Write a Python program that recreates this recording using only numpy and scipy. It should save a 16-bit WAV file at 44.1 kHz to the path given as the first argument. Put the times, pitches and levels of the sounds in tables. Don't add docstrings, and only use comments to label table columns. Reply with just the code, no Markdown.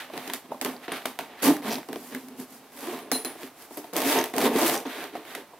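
import sys
import numpy as np
from scipy import signal
from scipy.fft import rfft, irfft
from scipy.io import wavfile
from scipy.ndimage import uniform_filter1d

SR = 44100
rng = np.random.default_rng(int(sys.argv[2]) if len(sys.argv) > 2 else 0)


def makeup_ratio(level_db):
    decades = np.asarray(level_db, float) / 20
    return 10 ** decades


def persist_wave(psi):
    counts = np.round(np.clip(psi, -1, 1) * 32767).astype(np.int16)
    wavfile.write(sys.argv[1], SR, np.atleast_2d(counts).T)


N = 246519

# time in seconds, teeth per second, tooth tone in dB,
# then friction in dB in the shell, on the tape and in the cloth.
PULLS = [
    [(1.417, 281, -50, -49, -44, -55), (1.426, 280, -49.5, -32, -39, -31),
     (1.445, 272, -21, -33, -31, -26.5), (1.47, 271, -22, -17, -29.5, -28.5),
     (1.51, 301, -11, -23.5, -34.5, -36), (1.54, 276, -64, -40, -42, -43), (1.61, 276, -70, -43, -56, -64)],
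    [(1.62, 185, -70, -47.5, -48, -54.5), (1.676, 213, -30, -35.5, -37, -42),
     (1.71, 222, -35, -37, -41.5, -43.5), (1.73, 255, -32, -33.5, -38.5, -38),
     (1.78, 289, -47, -36, -47, -50), (1.85, 289, -74.5, -58, -61, -69)],
    [(2.72, 280, -73, -56, -62.5, -59), (2.812, 280, -51, -47, -49, -47),
     (2.854, 285, -49, -37.5, -45, -46.5), (2.884, 355, -32, -40, -42.5, -46.5),
     (2.93, 360, -41.5, -36.5, -43, -47.5), (2.998, 348, -67, -46.5, -49, -53),
     (3.09, 348, -70, -46, -66, -74)],
    [(3.93, 197, -70, -33, -50, -54), (3.973, 197, -58, -30, -37.5, -36.5),
     (4.03, 210, -41.5, -31.5, -35.5, -38.5), (4.066, 270, -28, -25.5, -32.5, -31.5),
     (4.105, 301, -25, -40, -30.5, -30.5), (4.187, 304, -61, -20, -29, -34.5),
     (4.22, 303, -38, -31.5, -36, -43), (4.325, 303, -70, -48, -57, -57)],
    [(4.334, 224, -77.5, -64, -52, -51), (4.342, 224, -62, -32.5, -44.5, -48),
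     (4.43, 220, -36, -24.5, -32.5, -34), (4.465, 240, -25.5, -18.5, -29.5, -33.5),
     (4.504, 225, -31, -25.5, -43.5, -50), (4.59, 286, -43, -31, -32, -33),
     (4.652, 331, -22, -24.5, -31.5, -32), (4.68, 309, -34, -31, -32, -29.5),
     (4.712, 280, -48, -28.5, -33.5, -33.5), (4.75, 271, -38, -28, -36, -36),
     (4.84, 271, -79, -44, -54, -57)],
]
# rasp in dB, overtones of the teeth in dB.
PULL_PANELS = [(-1.5, -1.5), (0, -5), (3.5, 4.5), (2, 3), (2, 3.5)]
OVERTONES_DB = [-44.5, -43]
# start in seconds, fade in seconds, then shell, tape and cloth friction in dB.
SCRAPES = [(0.001, 0.12, -49, -37, -47), (.337, 0.07, -36.5, -36.5, -37.5), (0.52, 0.17, -46, -56, -56),
           (0.619, 0.067, -36.5, -39, -39), (0.651, 0.16, -30.5, -37.5, -41),
           (0.883, 0.14, -40, -41.5, -59), (0.917, 0.36, -48, -43, -49.5), (1.056, 0.011, -31, -23, -27.5),
           (1.065, 0.092, -41, -39, -41.5), (1.193, 0.12, -39, -39.5, -46), (1.89, 0.18, -34.5, -50.5, -63),
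           (2.16, 0.12, -42, -51, -67), (3.118, 0.14, -30, -36, -33), (3.25, 0.18, -36.5, -40.5, -44.5),
           (3.774, 0.084, -34, -47, -42), (4.855, 0.08, -29.5, -41, -55), (5.154, 0.15, -38.5, -43.5, -53),
           (5.537, 0.037, -45, -66, -80)]
# middle in seconds, half length in seconds, then shell, tape and cloth friction in dB.
RUBS = [(0.182, 0.11, -44, -45, -52), (0.283, 0.13, -49, -45, -50), (0.456, 0.022, -47.5, -58, -69),
        (0.513, 0.034, -43, -55, -65), (0.846, 0.046, -60, -46, -55.5), (0.955, 0.064, -64, -37, -47.5),
        (1.324, 0.084, -53.5, -51.5, -72), (1.408, .06, -63, -47, -58), (2.074, 0.29, -54, -55, -50.5),
        (2.142, 0.062, -41.5, -47.5, -66), (2.235, 0.13, -52, -63, -64), (2.327, .1, -48, -61.5, -78),
        (2.412, 0.066, -42, -52, -48.5), (2.539, .1, -52.5, -59, -53), (2.655, 0.16, -59.5, -63, -67),
        (3.115, 0.016, -40, -54, -75), (3.167, 0.15, -42.5, -52, -71), (3.432, 0.1, -52, -48, -50.5),
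        (3.621, 0.089, -54, -54.5, -51.5), (3.744, 0.069, -55, -56.5, -50),
        (3.848, 0.13, -49.5, -56.5, -58), (4.919, 0.1, -59, -40, -49), (5.008, 0.13, -37.5, -39.5, -48),
        (5.144, 0.033, -41, -48, -59), (5.325, 0.14, -49.5, -45.5, -52), (5.383, 0.077, -42.5, -49, -58)]
# time in seconds, nominal crack level in dB,
# then shell thump, panel knock and bright snap in dB relative to it, each before its layer's own trim.
KNOCKS = [(0.1, -37.5, -5, 8, -20), (0.136, -18.5, -2.5, -6, -23), (0.177, -15.5, -18, -18, -15.5),
          (0.2766, -22.5, 1, -21, -9), (0.2993, -14.5, -10, -12, -19.5), (0.3348, -13.5, -12.5, -14, -7),
          (0.5177, -40, -7, 25, -5.5), (0.545, -39, -8, 10, -15), (0.58, -39, -8, 6, -15),
          (0.613, -14, -24, -14, -7), (0.6477, -14.5, -34, -9, -7), (0.659, -13, -12, -8, -21),
          (0.8808, -16, -5.5, -8, -28), (0.9192, -18.5, 0.5, -3, -22), (1.054, -15.5, -4, 0, -21),
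          (1.1892, -17, -30, 1, -14), (1.2084, -18.5, -9, -13, -18), (1.421, -21, -18, -9, -10),
          (1.431, -6.5, -3, -28, -16), (1.781, -31.5, -5, 12.5, -15), (1.887, -23, 1.5, 0.5, -12),
          (1.929, -17.5, -4, -8, -14.5), (1.958, -21, 3.5, -1, -22), (2.132, -29, -6, -11, -20),
          (2.148, -18.5, -5, -18, -11), (2.285, -35.5, -8, -8, -3), (2.322, -35, -5, -8, -15),
          (2.399, -33, 6, -12, 0), (3.1162, -8.5, -3.5, -8, -3), (3.1552, -27.5, -2, 3.5, -13.5),
          (3.248, -18.5, -3, -1, -2), (3.354, -35, 5, 6, -12), (3.4313, -27, 6, -13, -14),
          (3.708, -32, 3, 0, -18), (3.7719, -22, -1.5, -2, -23), (3.8426, -25.5, -8, -2, -22),
          (3.934, -23, -19.5, -16, -1.5), (3.9574, -12, -20, -10, -26), (3.9654, -18.5, -3, -16, -2.5),
          (3.987, -24, -12, -12, -2), (4.019, -22, -12, -10, -2), (4.24, -11.5, -17, -6, -9),
          (4.338, -14.5, -10, -10, -16), (4.365, -19.5, 8, -2, -4), (4.3819, -14.5, -19, 0, -4),
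          (4.5539, -19, 16, -12.5, -27), (4.8528, -33, 8.5, 5.5, -16.5), (5.0402, -23, -2, -2, -12),
          (5.153, -26.5, -7, 6.5, -18), (5.3497, -13.5, -16, -9.5, -13.5), (5.5348, -56, -15, 23, -20.5)]
# start in seconds, shaking level in dB, rattle in seconds.
TAB_FLICKS = [(3.01, -70, .01), (3.12, -41.5, .052), (3.249, -44, .008)]
# time in seconds, frequency in Hz, level in dB.
CLINKS = [(.765, 4570, -39), (0.922, 9600, -25), (2.15, 2000, -28.5), (3.772, 11850, -29),
          (4.188, 6000, -23), (4.192, 6100, -23.5), (4.213, 5930, -25), (4.867, 6160, -40)]
# start in seconds, first gap in seconds,
# growth factor of the gap, frequency in Hz, level in dB, number of ticks.
STUTTER = [(1.705, .0052, 1.19, 3900, -28, 7), (4.737, .0066, 1.28, 7000, -29, 5)]
# frequency in Hz, relative level in dB, 60 dB decay time in seconds.
SHELL = [(166.2, -9, 0.06), (232.5, -3, 0.066), (260.7, -5, 0.15), (293.3, -1.5, 0.096), (387.2, 0.5, 0.08),
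         (396.7, 0, 0.12), (459.7, 0, 0.039)]
PANELS = [(565, 3.5, 0.017), (640, -1, 0.051), (712, -1, 0.042), (806, -4, 0.048), (910, -1, 0.037),
          (1073, -1.5, 0.026), (1257, -6, 0.024)]
DESK = [(48, 0.5, 0.074), (75.6, -13, 0.035), (113, -4.5, 0.092)]
TAB = [(4094, -1, .055), (4150, -4, .03), (8721, -21, .16), (10415, -6, .22), (10360, -9, .12),
       (10500, -4, .06), (10750, -6, .04)]
# frequency in Hz, relative density in dB per Hz.
SCRATCH = [(760, -16), (1300, 3), (1830, 3.5), (3310, -2), (3760, -3), (4070, -4.5), (5500, -19.5),
           (7150, -25), (12100, -120)]
HISS = [(2650, -34.5), (4500, 0.5), (5470, -1), (8780, 0), (13100, 3.5), (15900, -5), (16200, -23),
        (16500, -74)]
AIR = [(15, -97), (25, 0), (182, -10.5), (259, -8), (538, -11.5), (746, -7), (1250, -15), (7110, -29),
       (12900, -28.5), (15200, -29.5), (16500, -38)]
# frequency in Hz, gain in dB before the overall side level.
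WIDTH = [(60, -23), (110, -7.5), (200, -16), (380, -18.5), (700, -12), (1290, -9), (2380, -7), (4400, 0.5),
         (8120, 3.5), (15000, 1)]
# time in seconds, three deepest shell modes in dB,
# panels in dB, left minus right in dB; the first two columns act on friction only.
OPENING = [(0, 5.5, 2, -1.8), (1.5, 5.5, 4, -1.2), (2.6, 8, -4, -1.3), (3.4, -3.5, 0.5, -1.5),
           (4.5, -1.5, -1, -0.5), (5.59, -4, -0.5, -2)]


def rms_one(x):
    return x / np.sqrt(np.mean(x ** 2) + 1e-20)


def in_time(rows, outside=None):
    s, *columns = np.transpose(rows)
    return [np.interp(np.arange(N) / SR, s, c, outside, outside) for c in columns]


def convolve(x, response):
    return signal.fftconvolve(x, response)[:N]


def colour(points):
    hz, db = np.transpose(points)
    grid = np.maximum(np.fft.rfftfreq(4096, 1 / SR), 1)
    log_spectrum = np.log(makeup_ratio(np.interp(np.log(grid), np.log(hz), db)))
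    cepstrum = irfft(log_spectrum)
    cepstrum[1:2048] *= 2
    cepstrum[2049:] = 0
    return irfft(np.exp(rfft(cepstrum)))


def ring(clicks, hz, t60):
    decay, w = makeup_ratio(-60 / (t60 * SR)), 2 * np.pi * hz / SR
    return signal.lfilter([0, np.sin(w)], [1, -2 * decay * np.cos(w), decay ** 2], clicks + 1e-18)


def body(clicks, modes):
    return sum((-1) ** k * makeup_ratio(db) * ring(clicks, hz, t60) for k, (hz, db, t60) in enumerate(modes))


def grains(per_s, spread_db):
    sizes = makeup_ratio(spread_db * np.minimum(rng.exponential(1, N), 5))
    signs = rng.choice([-1, 1], N)
    return sizes * signs * (rng.random(N) < per_s / SR)


def strike(rows, db, modes, scatter_db, contact_hz=20000):
    at, out = (np.array(rows)[:, 0] * SR).astype(int), np.zeros(N)
    luck = rng.standard_normal((len(at), len(modes)))
    for k, (hz, level_db, t60) in enumerate(modes):
        clicks = np.zeros(N)
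        clicks[at] = (-1) ** k * makeup_ratio(db + level_db + scatter_db * luck[:, k])
        out += ring(clicks, hz, t60)
    return signal.lfilter(*signal.butter(2, contact_hz, fs=SR), out)


def teeth(jitter):
    per_s, tone, push = np.zeros((3, N))
    for rows, (_, overtone_db) in zip(PULLS, PULL_PANELS):
        per_s += in_time(rows, 0)[0]
        _, tone_db, _, tape_db, _ = in_time(rows, -200)
        tone += makeup_ratio(tone_db)
        push += makeup_ratio(tape_db + overtone_db)
    uneven = uniform_filter1d(rng.standard_normal(N), size=300)
    phase = 2 * np.pi * np.cumsum(per_s * (1 + jitter * rms_one(uneven))) / SR
    fundamental = np.sqrt(2) * uniform_filter1d(tone, size=500) * np.sin(phase)
    overtones = makeup_ratio(OVERTONES_DB) @ np.sin([2 * phase, 3 * phase])
    buzz = fundamental + body(push * overtones, PANELS)
    stroking = uniform_filter1d(1. * (per_s > 0), size=3000)
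    bunching = 1 + .6 * stroking * np.cos(phase)
    return buzz, stroking, bunching


def friction():
    fade_db = 25
    panel_db, panel_share = -2, 0.45
    t, power, stirred = np.arange(N) / SR, np.full((3, N), 1e-9), np.ones(N)
    for rows, (rasp_db, _) in zip(PULLS, PULL_PANELS):
        power += makeup_ratio(in_time(rows, -200)[2:]) ** 2
        stirred[(t > rows[0][0]) & (t < rows[-1][0])] = makeup_ratio(rasp_db)
    for s, fade_s, *db in SCRAPES:
        dying = (t >= s) * makeup_ratio(-fade_db * np.abs(t - s) / fade_s)
        power += np.outer(makeup_ratio(db), dying) ** 2
    for s, half_s, *db in RUBS:
        swell = makeup_ratio(-fade_db * ((t - s) / half_s) ** 2)
        power += np.outer(makeup_ratio(db), swell) ** 2
    shell, tape, cloth = np.sqrt(power)
    panels = makeup_ratio(panel_db) * stirred * shell ** panel_share * tape ** (1 - panel_share)
    return shell, panels, tape, cloth


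def rubbing(gains, stroking, bunching):
    shell, panels, tape, cloth = gains
    deep_db, panel_db, _ = in_time(OPENING)
    coarse = grains(1200.0 * bunching, spread_db=3.5)
    fine = grains(6000.0 * bunching, spread_db=2.0)
    snags = np.abs(grains(29.0 + 130.0 * stroking, spread_db=5.0))
    flare, flare_s = .35, .0013
    fine = fine * (1 + flare * convolve(snags, np.exp(-np.arange(SR // 100) / SR / flare_s)))
    boom = shell * rms_one(makeup_ratio(deep_db) * body(coarse, SHELL[:3]) - body(coarse, SHELL[3:]))
    rasp = makeup_ratio(panel_db) * panels * rms_one(body(coarse + 0.41 * fine, PANELS))
    scratch = tape * rms_one(convolve(fine + 0.075 * coarse, colour(SCRATCH)))
    hiss = cloth * rms_one(convolve(fine + 0.51 * coarse, colour(HISS)))
    return boom + rasp + scratch + hiss


def knocks():
    s, peak_db, thump_db, knock_db, bright_db = np.transpose(KNOCKS)
    t = np.arange(SR // 10) / SR
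    rise = 1 - np.exp(-t / .00025)
    shape = rise * (np.exp(-t / 0.0013) + 0.071 * np.exp(-t / 0.023))
    splinters, crack = grains(12000.0, spread_db=6.0), 0
    for db, spectrum in (peak_db - 8.5, SCRATCH), (peak_db + bright_db, HISS):
        clicks = np.zeros(N)
        clicks[(s * SR).astype(int)] = makeup_ratio(db)
        crack = crack + convolve(clicks, shape) * rms_one(convolve(splinters, colour(spectrum)))
    desk = strike(KNOCKS, peak_db + thump_db - 20.5, DESK, scatter_db=2.5, contact_hz=294)
    shell = strike(KNOCKS, peak_db + thump_db - 12.0, SHELL, scatter_db=1.5, contact_hz=650)
    panels = strike(KNOCKS, peak_db + knock_db - 13.0, PANELS, scatter_db=4.5, contact_hz=1470)
    return crack + desk + shell + panels


def metal():
    t, shaking = np.arange(N) / SR, np.zeros(N)
    for s, db, rattle_s in TAB_FLICKS:
        shaking += makeup_ratio(db) * (t >= s) * (t < s + rattle_s)
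    out = body(shaking * grains(2000, spread_db=1.5), TAB)
    for start, gap_s, growth, hz, db, count in STUTTER:
        ticks = start + gap_s * (growth ** np.arange(count)[:, None] - 1) / (growth - 1)
        ticks = np.r_[ticks, ticks + .0012]
        modes = [(share * hz, 0, .004) for share in (.7, .85, 1, 1.2, 1.45)]
        out += strike(ticks, db, modes, scatter_db=2.5)
    for s, hz, db in CLINKS:
        modes = [(hz, 0, .012), (1.09 * hz, -2, .008), (.9 * hz, -3, .008)]
        out += strike([(s,)], db, modes, scatter_db=1.5)
    return out


def echoes(t60):
    t = np.arange(int(t60 * SR)) / SR
    tail = rng.standard_normal(len(t)) * makeup_ratio(-60 * t / t60)
    return tail / np.sqrt(np.sum(tail ** 2))


def heard(case):
    tail = convolve(case, np.r_[np.zeros(200), echoes(t60=0.29)])
    air = rms_one(convolve(rng.standard_normal(N), colour(AIR)))
    return case + makeup_ratio(-11.5) * tail + makeup_ratio(-52.5) * air


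def scene():
    buzz, stroking, bunching = teeth(jitter=0.032)
    gains, tab = friction(), metal()
    mid = heard(rubbing(gains, stroking, bunching) + knocks() + buzz + tab)
    spots = heard(rubbing(gains, stroking, bunching) + knocks() + .2 * tab)
    side = convolve(spots, colour(WIDTH)) * makeup_ratio(-4)
    balance = makeup_ratio(in_time(OPENING)[2] * [[.5], [-.5]])
    return np.array([mid + side, mid - side]) * balance


def top_cut(x):
    return signal.sosfilt(signal.butter(12, 16810, fs=SR, output="sos"), x)


def record(dry):
    cut = signal.sosfilt(signal.butter(2, 200, "high", fs=SR, output="sos"), dry)
    cut = signal.sosfilt(signal.cheby2(12, 30, 16100, fs=SR, output="sos"), cut)
    return top_cut(cut)


dry = scene()
out = record(dry)
persist_wave(out)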